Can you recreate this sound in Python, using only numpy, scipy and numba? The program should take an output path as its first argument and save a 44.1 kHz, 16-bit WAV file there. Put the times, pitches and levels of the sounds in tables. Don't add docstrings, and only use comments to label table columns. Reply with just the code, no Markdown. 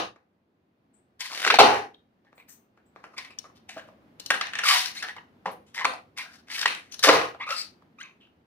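import sys
import numpy as np
from scipy import signal
from scipy.fft import rfft, irfft, next_fast_len
from scipy.io import wavfile
from scipy.ndimage import uniform_filter1d
from numba import njit

SR = 44100
rng = np.random.default_rng(int(sys.argv[2]) if len(sys.argv) > 2 else 0)


def gain_from_decibels(decibels):
    exponent = np.asarray(decibels, float) / 20
    return 10 ** exponent


def put_to_file(sound):
    columns = np.atleast_2d(sound).T
    safe = np.clip(columns, -1, 1)
    whole_steps = np.round(safe * 32767)
    wavfile.write(sys.argv[1], SR, whole_steps.astype(np.int16))


N = 373071
LEAD = SR // 4


def at_hz(points, hz):
    f, v = np.transpose(points)
    return np.interp(np.log(np.maximum(hz, 1)), np.log(f), v)


def rms_one(x):
    return x / np.sqrt(np.mean(x ** 2) + 1e-20)


def shape(x, points):
    size = next_fast_len(x.shape[-1], True)
    hz = np.arange(size // 2 + 1) * SR / size
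    return irfft(rfft(x, size) * gain_from_decibels(at_hz(points, hz)), size)[..., :x.shape[-1]]


def butter(x, order, hz, kind="low"):
    return signal.sosfilt(signal.butter(order, hz, kind, fs=SR, output="sos"), x)


def low_part(x, hz):
    return signal.sosfiltfilt(signal.butter(2, hz, fs=SR, output="sos"), x)


def peak(x, hz, width_hz):
    r = np.exp(-np.pi * width_hz / SR)
    poles = [1, -2 * r * np.cos(2 * np.pi * hz / SR), r * r]
    return signal.lfilter([(1 - r * r) / 2, 0, (r * r - 1) / 2], poles, x)


@njit
def moving_peak(x, turn, r):
    y = np.zeros(len(x))
    for i in range(2, len(x)):
        drive = (1 - r[i] ** 2) / 2 * (x[i] - x[i - 2])
        y[i] = drive + 2 * r[i] * np.cos(turn[i]) * y[i - 1] - r[i] ** 2 * y[i - 2]
    return y


def flutter(size, per_s):
    knots = int(size * per_s / SR) + 2
    return np.interp(np.arange(size) * per_s / SR, np.arange(knots), rng.standard_normal(knots))


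def add_at(out, s, burst):
    out[..., LEAD + round(s * SR):][..., :burst.shape[-1]] += burst


# frequency in Hz, side minus mid in dB.
DIFFUSE_SIDE_DB = [(60, -12), (110, -15.5), (200, -15.5), (380, -7.5), (700, -1.5), (1290, 2), (2380, 0.5),
                   (4400, -1), (8120, -1), (15000, 2)]


def diffuse(mid, side):
    side = shape(side, DIFFUSE_SIDE_DB)
    return np.array([mid + side, mid - side])


# frequency in Hz, level in dB per Hz.
MURMUR_COLOUR = [(20, -30), (40, -20), (80, 0), (130, -1.5), (230, 4), (330, -0.5), (500, -6.5),
                 (800, -6.5), (1300, -9.5), (2500, -14.5), (4500, -22), (8000, -34.5), (16000, -31.5)]
# time in seconds, level in dB.
MURMUR_LEVEL_DB = [(0, -75), (1.2, -68.5), (2.098, -68.5), (3.002, -66), (3.798, -59.5), (4.6, -61),
                   (5.5, -62), (6.398, -63), (7.499, -61), (8.46, -66.5)]


def murmur():
    noise = rms_one(diffuse(*shape(rng.standard_normal((2, N)), MURMUR_COLOUR)))
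    low = low_part(noise, 420)
    knots = np.arange(0, N + 4000, 4000)
    breath = np.interp(np.arange(N), knots, rng.standard_normal(len(knots)))
    s, db = np.transpose(MURMUR_LEVEL_DB)
    swell_db = np.interp(np.arange(N) / SR, s, db - db[0]) + 0.72 * breath
    upper_db = 3.5 + 0.74 * swell_db
    return gain_from_decibels(db[0] - 1.0) * (low * gain_from_decibels(swell_db) + (noise - low) * gain_from_decibels(upper_db))


# frequency in Hz, left minus right port in dB.
PORT_BALANCE_DB = [(100, -3.5), (500, 0.5), (1500, 1.5), (3000, 0), (6000, 11), (10000, 13), (15000, 7)]
# frequency in Hz, decay time t60 in seconds.
WALL_T60 = [(100, 1), (260, 0.5), (700, 0.4), (1840, 0.37), (4850, 0.34), (12800, 0.34)]


def playroom(x):
    onset_ms = 2.0
    t = np.arange(SR) / SR
    white, tail = rng.standard_normal((2, SR)), 0
    edges = np.geomspace(40, 19000, 15)
    for low, high in zip(edges, edges[1:]):
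        t60 = at_hz(WALL_T60, np.sqrt(low * high))
        decay_db = -40 * t / t60 - 324 * t ** 2
        tail = tail + butter(white, 2, [low, high], "band") * gain_from_decibels(decay_db)
    tail = tail * np.clip(t * 1000 / onset_ms - .5, 0, 1)
    tail = diffuse(*(tail / np.sqrt(np.sum(tail[0] ** 2))))
    tail[1] = shape(tail[1], np.array(PORT_BALANCE_DB) * [1, -.8])
    return signal.fftconvolve(x[None], tail, axes=1)[:, :len(x)]


def ports(x):
    lag_samples = 4
    half = np.array(PORT_BALANCE_DB) * [1, .5]
    right = np.roll(shape(x, half * [1, -1]), lag_samples)
    return np.array([shape(x, half), right])


# frequency in Hz, width in Hz, level in dB.
BALLOON_MODES = [(290, 30, 4.5), (415, 21, 10), (488, 13, -2), (715, 22, 13), (826, 15, 7),
                 (1010, 260, -13.5), (1900, 37, -3.5), (2400, 150, -22), (3662, 140, -37),
                 (4720, 2700, -13)]


def body(x):
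    x = butter(x, 1, 150, "high")
    modes = 0
    for k, (hz, width_hz, db) in enumerate(BALLOON_MODES):
        modes = modes + gain_from_decibels(db - 10.0) * peak(x, hz, width_hz) * (-1) ** k
    return x + modes


# start in seconds, length in seconds, level in dB, frequency in Hz, width in Hz.
FINGERTIP_SQUEALS = [(0.932, 0.076, -66, 8050, 900), (1.941, 0.0055, -37.5, 3360, 760),
                     (2.345, 0.07, -72, 8000, 1300), (2.345, .05, -68, 15000, 900),
                     (2.482, 0.077, -59.5, 6310, 1600), (2.48, 0.066, -58, 14800, 3200),
                     (2.482, 0.074, -61, 8100, 1300), (2.48, 0.065, -58.5, 13300, 3000),
                     (2.849, 0.03, -77.5, 14900, 760), (2.854, 0.049, -72.5, 7720, 900),
                     (5.508, 0.035, -60.5, 11500, 5000), (3.705, 0.08, -74, 15000, 900),
                     (3.178, 0.019, -42.5, 4930, 760), (6.912, 0.051, -48, 6030, 760),
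                     (8.2, .06, -56.5, 2900, 760), (6.988, 0.023, -49.5, 3900, 760),
                     (6.5, 0.055, -46.5, 4550, 760), (6.5, 0.059, -52.5, 5590, 780),
                     (7.655, .04, -57.5, 4550, 760), (1.2, .07, -50, 4395, 760)]


def squeals():
    out = np.zeros(LEAD + N + SR)
    t = np.arange(8192) / SR
    for s, length_s, db, hz, width_hz in FINGERTIP_SQUEALS:
        band = peak(peak(rng.standard_normal(8192), hz, width_hz), hz, width_hz)
        swell = np.clip(t / 0.012, 0, 1) * np.exp(-(t / length_s) ** 2)
        add_at(out, s, gain_from_decibels(db) * rms_one(band) * swell)
    return out


# start in seconds, level in dB, frequency in Hz, t60 in seconds.
AIR_BOOMS = [(1.465, -33, 422, 0.21), (1.503, -24.5, 435, 0.26), (1.59, -8.5, 415, 0.34),
             (1.59, -17, 826, 0.38), (1.592, -19.5, 290, 0.36), (1.6, -28.5, 112, 0.18),
             (7.04, -21.5, 480, 0.15), (7.088, -10, 487, 0.25), (7.09, -22, 415, 0.23),
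             (7.09, -35.5, 90, 0.23), (5.458, -38, 513, 0.32), (5.458, -31.5, 960, 0.19),
             (5.46, -43, 187.5, .2), (3.688, -50, 700, 0.14), (3.762, -41, 630, 0.19),
             (3.85, -58, 588, 0.98), (4.304, -31.5, 705, 0.081)]


def booms():
    out = np.zeros(LEAD + N + SR)
    t = np.arange(SR // 2) / SR
    for s, db, hz, t60 in AIR_BOOMS:
        width_hz = hz * .22
        band = peak(peak(rng.standard_normal(len(t)), hz, width_hz), hz, width_hz)
        add_at(out, s, gain_from_decibels(db - 3.0 - 60 * t / t60) * np.clip(t / 0.0044, 0, 1) * rms_one(band))
    return out


# start in seconds, length in seconds, level in dB, first and last slip rate in Hz.
SKIN_SINGS = [(1.196, 0.094, -52, 1034, 1040), (4.655, 0.083, -25.5, 1176, 1128),
              (4.73, .05, -31.5, 947, 1000), (4.948, .022, -46, 2293, 1784),
              (4.964, 0.045, -43, 1900, 2535), (6.6557, .007, -20.5, 994, 964),
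              (5.164, 0.029, -46.5, 1076, 981), (5.809, 0.029, -36, 1058, 996),
              (7.401, 0.043, -39, 953, 1270), (7.468, 0.075, -38, 1232, 1359), (4.66, .12, -38, 770, 721),
              (7.561, 0.07, -41.5, 4610, 4320), (7.985, 0.037, -44.5, 1144, 1640),
              (8, 0.02, -48, 1790, 2200), (8.012, 0.028, -50.5, 1900, 2290),
              (3.305, 0.045, -64.5, 2540, 2370)]
SING_PARTIAL_LEVELS = [3.5, 1.5, -7, -17.5, -21.5]


def sings():
    waver, lumps_db = 0.055, 7.5
    out = np.zeros(LEAD + N + SR)
    t = np.arange(6144) / SR
    for s, length_s, db, first_hz, last_hz in SKIN_SINGS:
        share = np.clip(t / length_s, 0, 1)
        hz = (first_hz + (last_hz - first_hz) * share) * (1 + waver * flutter(6144, 600))
        phase = 2 * np.pi * np.cumsum(hz) / SR
        note = np.zeros(6144)
        for k, partial_db in enumerate(SING_PARTIAL_LEVELS, 1):
            if k * first_hz < 9000:
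                note += gain_from_decibels(partial_db + lumps_db * flutter(6144, 250)) * np.sin(k * phase)
        add_at(out, s, gain_from_decibels(db) * rms_one(note) * np.sin(np.pi * share).clip(0) ** 0.36)
    return out


# start in seconds, peak level in dB, ring frequency in Hz, ring time in ms.
SKIN_JERKS = [(1.4491, -12, 1510, 2.0), (1.4648, -14, 1300, 2.0), (1.4762, -11, 1560, 1.8),
              (1.5013, -6, 1280, 2.3), (1.5034, -6, 2310, 2.5), (1.5056, -9, 1040, 3.0),
              (1.5405, -6, 800, 2.5), (1.5416, -9, 2230, 1.7), (1.5875, -3, 716, 60.0),
              (1.5995, -4, 826, 8.0), (3.3875, -24.5, 5800, 1.6), (3.3875, -33.5, 3400, 3.1),
              (3.3903, -27, 5600, 2.0), (4.304, -5.5, 2100, 1.0), (4.3066, -8, 1810, 1.1),
              (4.3092, -9, 1490, 1.3), (4.4115, -19.5, 1505, 1.5), (5.0268, -26, 1680, 2.0),
              (5.03, -24, 1800, 1.4), (5.0446, -27, 1810, 1.5), (5.049, -26, 1800, 1.5),
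              (5.457, -22.5, 910, 1.5), (5.4595, -19, 950, 2.5), (5.4753, -27, 998, 1.9),
              (5.482, -25, 900, 3.0), (5.7715, -30, 2050, 1.5), (5.7791, -22, 2010, 1.6),
              (5.789, -25, 2000, 2.0), (5.7948, -22, 1900, 1.5), (5.7994, -22.5, 1950, 1.1),
              (5.8058, -25, 1950, 1.5), (5.812, -22, 1800, 1.5), (5.8188, -25, 1990, 2.0),
              (5.8462, -11.5, 1500, 1.0), (5.8497, -11, 1200, 1.2), (5.8523, -10.5, 2333, 4.0),
              (5.8536, -9, 1070, 3.0), (6.6135, -28, 1500, 2.5), (6.6305, -24, 1490, 2.0),
              (6.6578, -9, 1900, 3.4), (6.658, -12.5, 1100, 3.9), (6.6598, -14, 2880, 3.5),
              (6.678, -17, 1900, 2.0), (7.0744, -10, 560, 3.5), (7.0863, -4, 1150, 2.0),
              (7.0925, -2, 1952, 8.0), (7.8225, -50, 1200, 4.0)]
# multiple of the ring frequency, level in dB.
JERK_RING_PARTIALS = [(1.0, 0.0), (1.7, -10), (2.6, -13), (3.7, -18), (5.3, -24)]


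def jerks():
    shorter, blur_ms = .65, 0.27
    out = np.zeros((2, LEAD + N + SR))
    t = np.arange(4096) / SR
    for s, db, hz, ms in SKIN_JERKS:
        partials = np.zeros(4096)
        for k, partial_db in JERK_RING_PARTIALS:
            if k * hz < 8000:
                partials += gain_from_decibels(partial_db) * np.sin(2 * np.pi * k * hz * t) * np.exp(-t * 300 * (k - 1))
        rings = []
        for tau_ms in (ms * shorter, blur_ms):
            swell = (1 - np.exp(-t * hz * 2.5)) * np.exp(-t * 1000 / max(tau_ms, .1))
            rings.append(swell / swell.max() * partials)
        rings[1] *= np.sqrt(min(ms, 3.0) * shorter / blur_ms)
        add_at(out, s, gain_from_decibels(db - 3.5) * np.array(rings))
    return butter(out + 1e-18, 2, 350, "high")


# strongest pressure in seconds, rise in seconds,
# fall in seconds, level in dB, skin resonance in Hz.
SQUEEZE_RUBS = [(1.6, 0.013, .05, -15, 744), (1.65, .05, 0.15, -16, 960), (1.485, .1, .03, -29, 2500),
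                (4.306, 0.002, 0.03, -19, 1790), (4.34, .02, .06, -31.5, 1700),
                (5.459, 0.002, 0.073, -34.5, 950), (6.52, 0.049, 0.4, -42.5, 2300),
                (6.66, 0.003, .005, -26, 1780), (7.092, .02, .02, -4, 699.4),
                (7.14, .05, 0.12, -21.5, 1300), (3.692, .006, .12, -45, 2600), (3.775, .04, .12, -47, 1800),
                (5.67, .012, .1, -60, 3500)]
PALM_SWEEPS = [(1.21, 0.017, .12, -39.5, 2303), (1.255, 0.034, .04, -40, 2100),
               (1.44, .2, 0.0058, -39, 2171), (2.485, .01, 0.09, -61.5, 1996),
               (4.69, 0.052, 0.13, -20.5, 2400), (4.8, .05, 0.12, -36, 2202),
               (4.955, 0.008, 0.1, -45, 2237), (5.028, .004, .02, -39.5, 1800),
               (5.747, .006, 0.085, -45, 2116), (6.177, .006, .08, -42, 2099),
               (6.34, .05, 0.07, -52.5, 1824), (6.6, 0.097, 0.088, -38.5, 1994),
               (6.93, .02, 0.054, -56, 2960), (7.032, 0.0054, 0.14, -21, 1900),
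               (7.505, .02, 0.12, -40, 1320), (7.62, .04, 0.027, -44, 4500),
               (7.67, 0.022, 0.048, -62, 4500), (8.01, .025, 0.08, -61, 2400), (3.69, .005, .03, -65, 2500),
               (3.78, .04, 0.06, -68.5, 1600), (3.875, .012, 0.05, -70, 2000),
               (3.56, 0.0092, 0.048, -59.5, 3500), (1.33, .06, 0.068, -43.5, 1200),
               (6.56, 0.059, 0.035, -37.5, 2500)]
LIGHT_STROKES = [(3.184, 0.019, .05, -38.5, 2399), (3.25, 0.024, .08, -48.5, 2302),
                 (3.046, 0.011, 0.064, -51, 1485), (3.0, .03, 0.085, -62.5, 1187),
                 (3.15, .04, 0.029, -52, 1309), (5.04, 0.031, 0.071, -39, 1700),
                 (5.095, .04, .03, -39.5, 2052), (6.2, 0.036, 0.035, -34.5, 2400),
                 (6.23, 0.026, 0.19, -48, 1676), (7.508, 0.044, 0.034, -34, 1343),
                 (7.585, 0.051, .07, -34, 5206)]
DAMP_SQUEAKS = [(2.27, 0.023, .05, -60.5, 2028), (2.4, 0.026, 0.049, -50.5, 2483),
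                (2.78, .01, .08, -62, 1584), (3.31, 0.022, .05, -49, 2650), (3.45, 0.013, .1, -52, 1304),
                (3.772, .02, 0.037, -45, 659.6), (4.965, .02, .04, -47.5, 2510),
                (5.03, 0.01, .04, -38.5, 1789), (5.172, 0.015, .03, -51, 1197),
                (5.782, 0.033, .06, -36.5, 2150), (5.822, .06, .03, -35, 2096),
                (7.418, .02, .02, -35, 2300), (7.432, .02, 0.044, -37.5, 2400),
                (8.04, .03, 0.098, -46.5, 2598)]


def pressure(size):
    fade_db, eased_hiss_db_per_db = 20, 0.31
    kinds = [(SQUEEZE_RUBS, -23.5, -7), (PALM_SWEEPS, -1, -8.5),      # rows, hiss dB, squeak dB
             (LIGHT_STROKES, -14.5, 8.5), (DAMP_SQUEAKS, -32, 25)]
    t = (np.arange(size) - LEAD) / SR
    level, bright, squeak = np.zeros((3, size))
    centre_hz = np.full(size, 1500.)
    for rows, hiss_db, squeak_db in kinds:
        for s, rise_s, fall_s, db, hz in rows:
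            at = np.arange(*np.searchsorted(t, [s - rise_s, s + fall_s]))
            eased_db = fade_db * np.maximum((s - t[at]) / rise_s, (t[at] - s) / fall_s)
            finger_hiss_db = db + hiss_db - (1 - eased_hiss_db_per_db) * eased_db
            bright[at] = np.maximum(bright[at], gain_from_decibels(finger_hiss_db))
            leads = gain_from_decibels(db - eased_db) > level[at]
            at, eased_db = at[leads], eased_db[leads]
            level[at] = gain_from_decibels(db - eased_db)
            centre_hz[at] = hz
            squeak[at] = gain_from_decibels(squeak_db)
    return level * gain_from_decibels(-2), centre_hz, bright / np.maximum(level, 1e-9), squeak


def rubs():
    slips_per_s, lumps_db, broad_q, locked_q = 2500, 2.5, 1.0, 4.5
    size = LEAD + N + SR
    level, centre_hz, bright, squeak = pressure(size)
    catches = gain_from_decibels(lumps_db * flutter(size, 300))
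    level = uniform_filter1d(level, 130) * catches
    grains = rms_one((rng.random(size) < slips_per_s / SR) * rng.choice([-1, 1], size))
    turn = 2 * np.pi * centre_hz / SR
    even = np.sqrt(1500 / centre_hz)

    def skin(ratio, q):
        w = np.minimum(ratio * turn, 2.5)
        r = np.exp(-w / 2 / q)
        return rms_one(even * moving_peak(moving_peak(grains, w, r), w, r))

    broad = skin(0.75, broad_q) - gain_from_decibels(-4.0) * skin(1.9, broad_q)
    scratch = rms_one(butter(broad, 2, 600, "high"))
    narrow = skin(0.909, locked_q) + gain_from_decibels(-13.5) * skin(1.4, locked_q) + gain_from_decibels(-9) * skin(0.43, locked_q)
    tone = level * (scratch + squeak * narrow) / np.sqrt(1 + squeak ** 2)
    hiss = level * bright * rms_one(grains + 0.67 * rng.standard_normal(size))
    return tone, hiss


# start in seconds, peak level in dB, chatter in Hz.
GRIP_CREAKS = [(1.2999, -30.5, 1480), (1.3169, -25, 2240), (1.3325, -26.5, 2250), (1.3484, -21, 2160),
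               (1.3577, -24, 2200), (1.3756, -19.5, 2170), (1.3973, -20.5, 2220), (1.4024, -24, 1500),
               (1.4188, -18, 1490), (1.4285, -17, 1710), (1.449, -10, 1900), (1.4645, -11, 1700),
               (1.476, -8, 1900), (1.5103, -14, 1220), (1.5227, -14, 1413), (1.5405, -10, 903),
               (1.544, -17, 1630), (1.5569, -15, 2356), (4.8804, -31, 2383), (5.0452, -28, 1620),
               (5.0854, -25, 1842), (5.7884, -29.5, 1920), (5.7954, -26, 1950), (5.8007, -31, 2020),
               (5.807, -25, 1574), (6.484, -33.5, 1585), (6.7065, -20.5, 1910), (6.7493, -26, 2700)]
# start in seconds, peak level in dB, chatter in Hz, snap in dB.
PALM_PATS = [(-.12, 8, 868.4, -5.5), (-.07, 0, 596.5, -7), (0.16, -34.5, 1210, -24), (1.599, 8.5, 776, -5),
             (2.249, -42, 563, -6), (2.326, -36, 1216, -30), (2.379, -36, 2168, -39.5),
             (2.774, -39.5, 1340, -14.5), (2.961, -27.5, 1163, -49), (3.04, -25.5, 1410, -19),
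             (3.306, -35.5, 2519, -11), (3.442, -32, 1135, -12), (3.69, -67, 2920, -23),
             (3.769, -20.5, 637, -22), (3.886, -28, 557, -23), (4.304, -10, 2722, -14),
             (5.458, -15, 886, -42), (7.094, 6.5, 527.2, -26.5), (7.347, -20, 661, -33),
             (7.822, -40, 1059, -23), (8.27, -47, 1500, -5)]
# start in seconds, peak level in dB, chatter in Hz, hiss in dB.
FINGERTIP_TICKS = [(1.206, -25.5, 4198, -10), (3.18, -20, 2342, -24.5), (3.247, -32.5, 1950, -20),
                   (3.3876, -37, 5830, -5.5), (4.198, -25.5, 4170, -13.5), (4.261, -31, 3775, -3.5),
                   (4.859, -19.5, 1550, -13.5), (4.951, -35, 2369, -17), (5.008, -32, 2316, -20.5),
                   (5.746, -36, 2022, -11), (6.175, -31.5, 2163, -21), (6.548, -25.5, 1944, -23.5),
                   (6.591, -22.5, 2578, -13), (6.613, -20.5, 1895, -8.5), (6.922, -33.5, 5760, -11),
                   (6.941, -30, 2975, -12.5), (6.992, -26.5, 2983, -11.5), (7.038, 0, 1185, -18),
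                   (7.071, -4, 527, -19)]
# start in seconds, peak level in dB, chatter in Hz, snap in dB.
FIRM_SLIPS = [(1.501, 0, 1500, 2), (1.439, -14, 1500, -4), (1.541, -5.5, 801, 3), (1.587, 15.5, 721, -11),
              (4.411, -9, 1200, 2), (4.468, -20, 1836, -24), (4.535, -15.5, 1743, -11),
              (4.553, -13.5, 1839, -32), (4.588, -9.5, 1757, -39), (4.636, -9, 1388, -13),
              (5.025, -16.5, 1717, -40), (5.165, -24.5, 1036, -31.5), (5.772, -34, 1790, -10),
              (5.779, -27.5, 2020, -2), (5.846, -8.5, 1056, -30), (5.852, -10.5, 2355, -16),
              (5.936, -19.5, 715, -29), (6.184, -19.5, 2205, -21), (6.502, -25, 1710, -8),
              (6.629, -12, 1590, -1), (6.657, -4.5, 1900, -8), (6.677, -11.5, 2495, -24),
              (7.086, 5.5, 1157, 7), (7.489, -19, 1319, -13), (7.505, -13, 1350, 8)]


def contacts():
    creaks = [(s, db + 4, hz, -25, -22, -3.5, 0.45) for s, db, hz in GRIP_CREAKS]
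    pats = [(s, db, hz, snap_db - 29, -14.5, snap_db, 1) for s, db, hz, snap_db in PALM_PATS]
    ticks = [(s, db, hz, hiss_db, -25, -4, 1) for s, db, hz, hiss_db in FINGERTIP_TICKS]
    firm = [(s, db, hz, -31, -36.5, snap_db, 1) for s, db, hz, snap_db in FIRM_SLIPS]
    return creaks + pats + ticks + firm


def slip_burst(drive, hz, q, thump_db, snap_db):
    ring = 0
    for k, db in ((1, 0.0026), (2, -7), (3, -16)):
        ring = ring + gain_from_decibels(db) * peak(drive, min(k * hz, 16000), hz / q) * (-1) ** k
    ring = rms_one(butter(ring, 4, min(hz * 5.0, 18000)))
    snap = rms_one(butter(drive, 3, [1700, 5000], "band"))
    push = rms_one(peak(peak(drive, 300, 740), 400, 700))
    return rms_one(ring + gain_from_decibels(snap_db) * snap) + gain_from_decibels(thump_db + 10.5) * push


def slips():
    jitter, rough, first_jerk_db, spread_db = 0.19, 0.1, 4.0, 6.5
    length_ms, longer_ms_per_db, shortest_ms = 14.6, 0.76, 5.5
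    sharp_q, blurred_q = 2.8, 1.5
    tone, blurred, hiss = np.zeros((3, LEAD + N + SR))
    t = np.arange(4096) / SR
    for s, db, hz, hiss_db, thump_db, snap_db, share in contacts():
        wobble, size, grit = rng.standard_normal((3, 4096))
        ms = share * max(length_ms + longer_ms_per_db * db, shortest_ms)
        grip = (t > 0) * np.exp(-(t * 1000 / np.clip(ms, 1, 45)) ** 2.2)
        cycle = np.arange(4096) * hz / SR
        count = np.floor(cycle + jitter * wobble[cycle.astype(int)])
        chatter = (np.diff(count, prepend=0) > 0) * gain_from_decibels(spread_db * size)
        chatter[1] = gain_from_decibels(first_jerk_db)
        drive = (rms_one(chatter) + rough * grit) * grip
        pulse = 1e-9 * grit + (np.arange(4096) == 60)
        gain = gain_from_decibels(db - 16.0) * np.sqrt(np.mean(grip ** 2))
        add_at(tone, s, gain * slip_burst(drive, hz, sharp_q, thump_db, snap_db))
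        add_at(blurred, s, gain * slip_burst(pulse, hz, blurred_q, thump_db, snap_db))
        add_at(hiss, s, gain_from_decibels(db + hiss_db - 1) * grip * (grit + .5 * rms_one(chatter)))
    return tone, blurred, hiss


# frequency in Hz, level in dB per Hz.
HISS_COLOUR = [(1500, -38.5), (3000, 2), (5000, 7.5), (7000, -6.5), (9000, -11.5), (12000, -14),
               (15500, -21.5), (20000, -20.5)]


def scene():
    slip_tone, slip_blur, slip_hiss = slips()
    rub_tone, rub_hiss = rubs()
    rub_tone = rub_tone + sings()
    boom = booms()
    jerk, jerk_blur = jerks()
    hiss = shape(slip_hiss + rub_hiss, HISS_COLOUR) * gain_from_decibels(5) + squeals()
    direct = gain_from_decibels(-0.5) * body(gain_from_decibels(-0.5) * slip_tone + rub_tone)
    direct = direct + gain_from_decibels(-1.0) * hiss + boom + jerk
    all_round = gain_from_decibels(-3) * body(gain_from_decibels(4.5) * slip_blur + rub_tone)
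    all_round = all_round + gain_from_decibels(0.5) * hiss + gain_from_decibels(-4.0) * boom + gain_from_decibels(-8) * jerk_blur
    heard = ports(direct) + gain_from_decibels(-3.5) * playroom(all_round)
    return heard[:, LEAD:LEAD + N] + murmur()


def hush(x):
    gate_db, slope, depth_db, above_hz = -43.5, 0.4, 11.5, 616
    low = low_part(x, above_hz)
    power = uniform_filter1d(np.mean((x - low) ** 2, axis=0), 800)
    level_db = 10 * np.log10(power.clip(1e-14))
    return low + (x - low) * gain_from_decibels(-np.clip(slope * (gate_db - level_db), 0, depth_db))


def low_pass(x):
    return signal.sosfilt(signal.butter(12, 16190, fs=SR, output="sos"), x)


def record(dry):
    ceiling_db, release_db_per_s, depth, ahead_samples = -20, 80, 0.45, 450
    power = uniform_filter1d(np.mean(dry ** 2, axis=0), 200)
    level_db = 10 * np.log10(power.clip(1e-12))
    slope_db = release_db_per_s * np.arange(N) / SR
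    held_db = np.roll(np.maximum.accumulate(level_db + slope_db) - slope_db, -ahead_samples)
    duck_db = uniform_filter1d(depth * np.maximum(held_db - ceiling_db, 0), 150)
    full = np.clip(1.136 * np.tanh(hush(dry) * gain_from_decibels(-duck_db) / 0.69), -1, 1)
    top = signal.cheby2(8, 25, 16200, fs=SR, output="sos")
    mix = signal.sosfiltfilt(top, full).clip(-1, 1)
    return low_pass(mix)


dry = scene()
out = record(dry)
put_to_file(out)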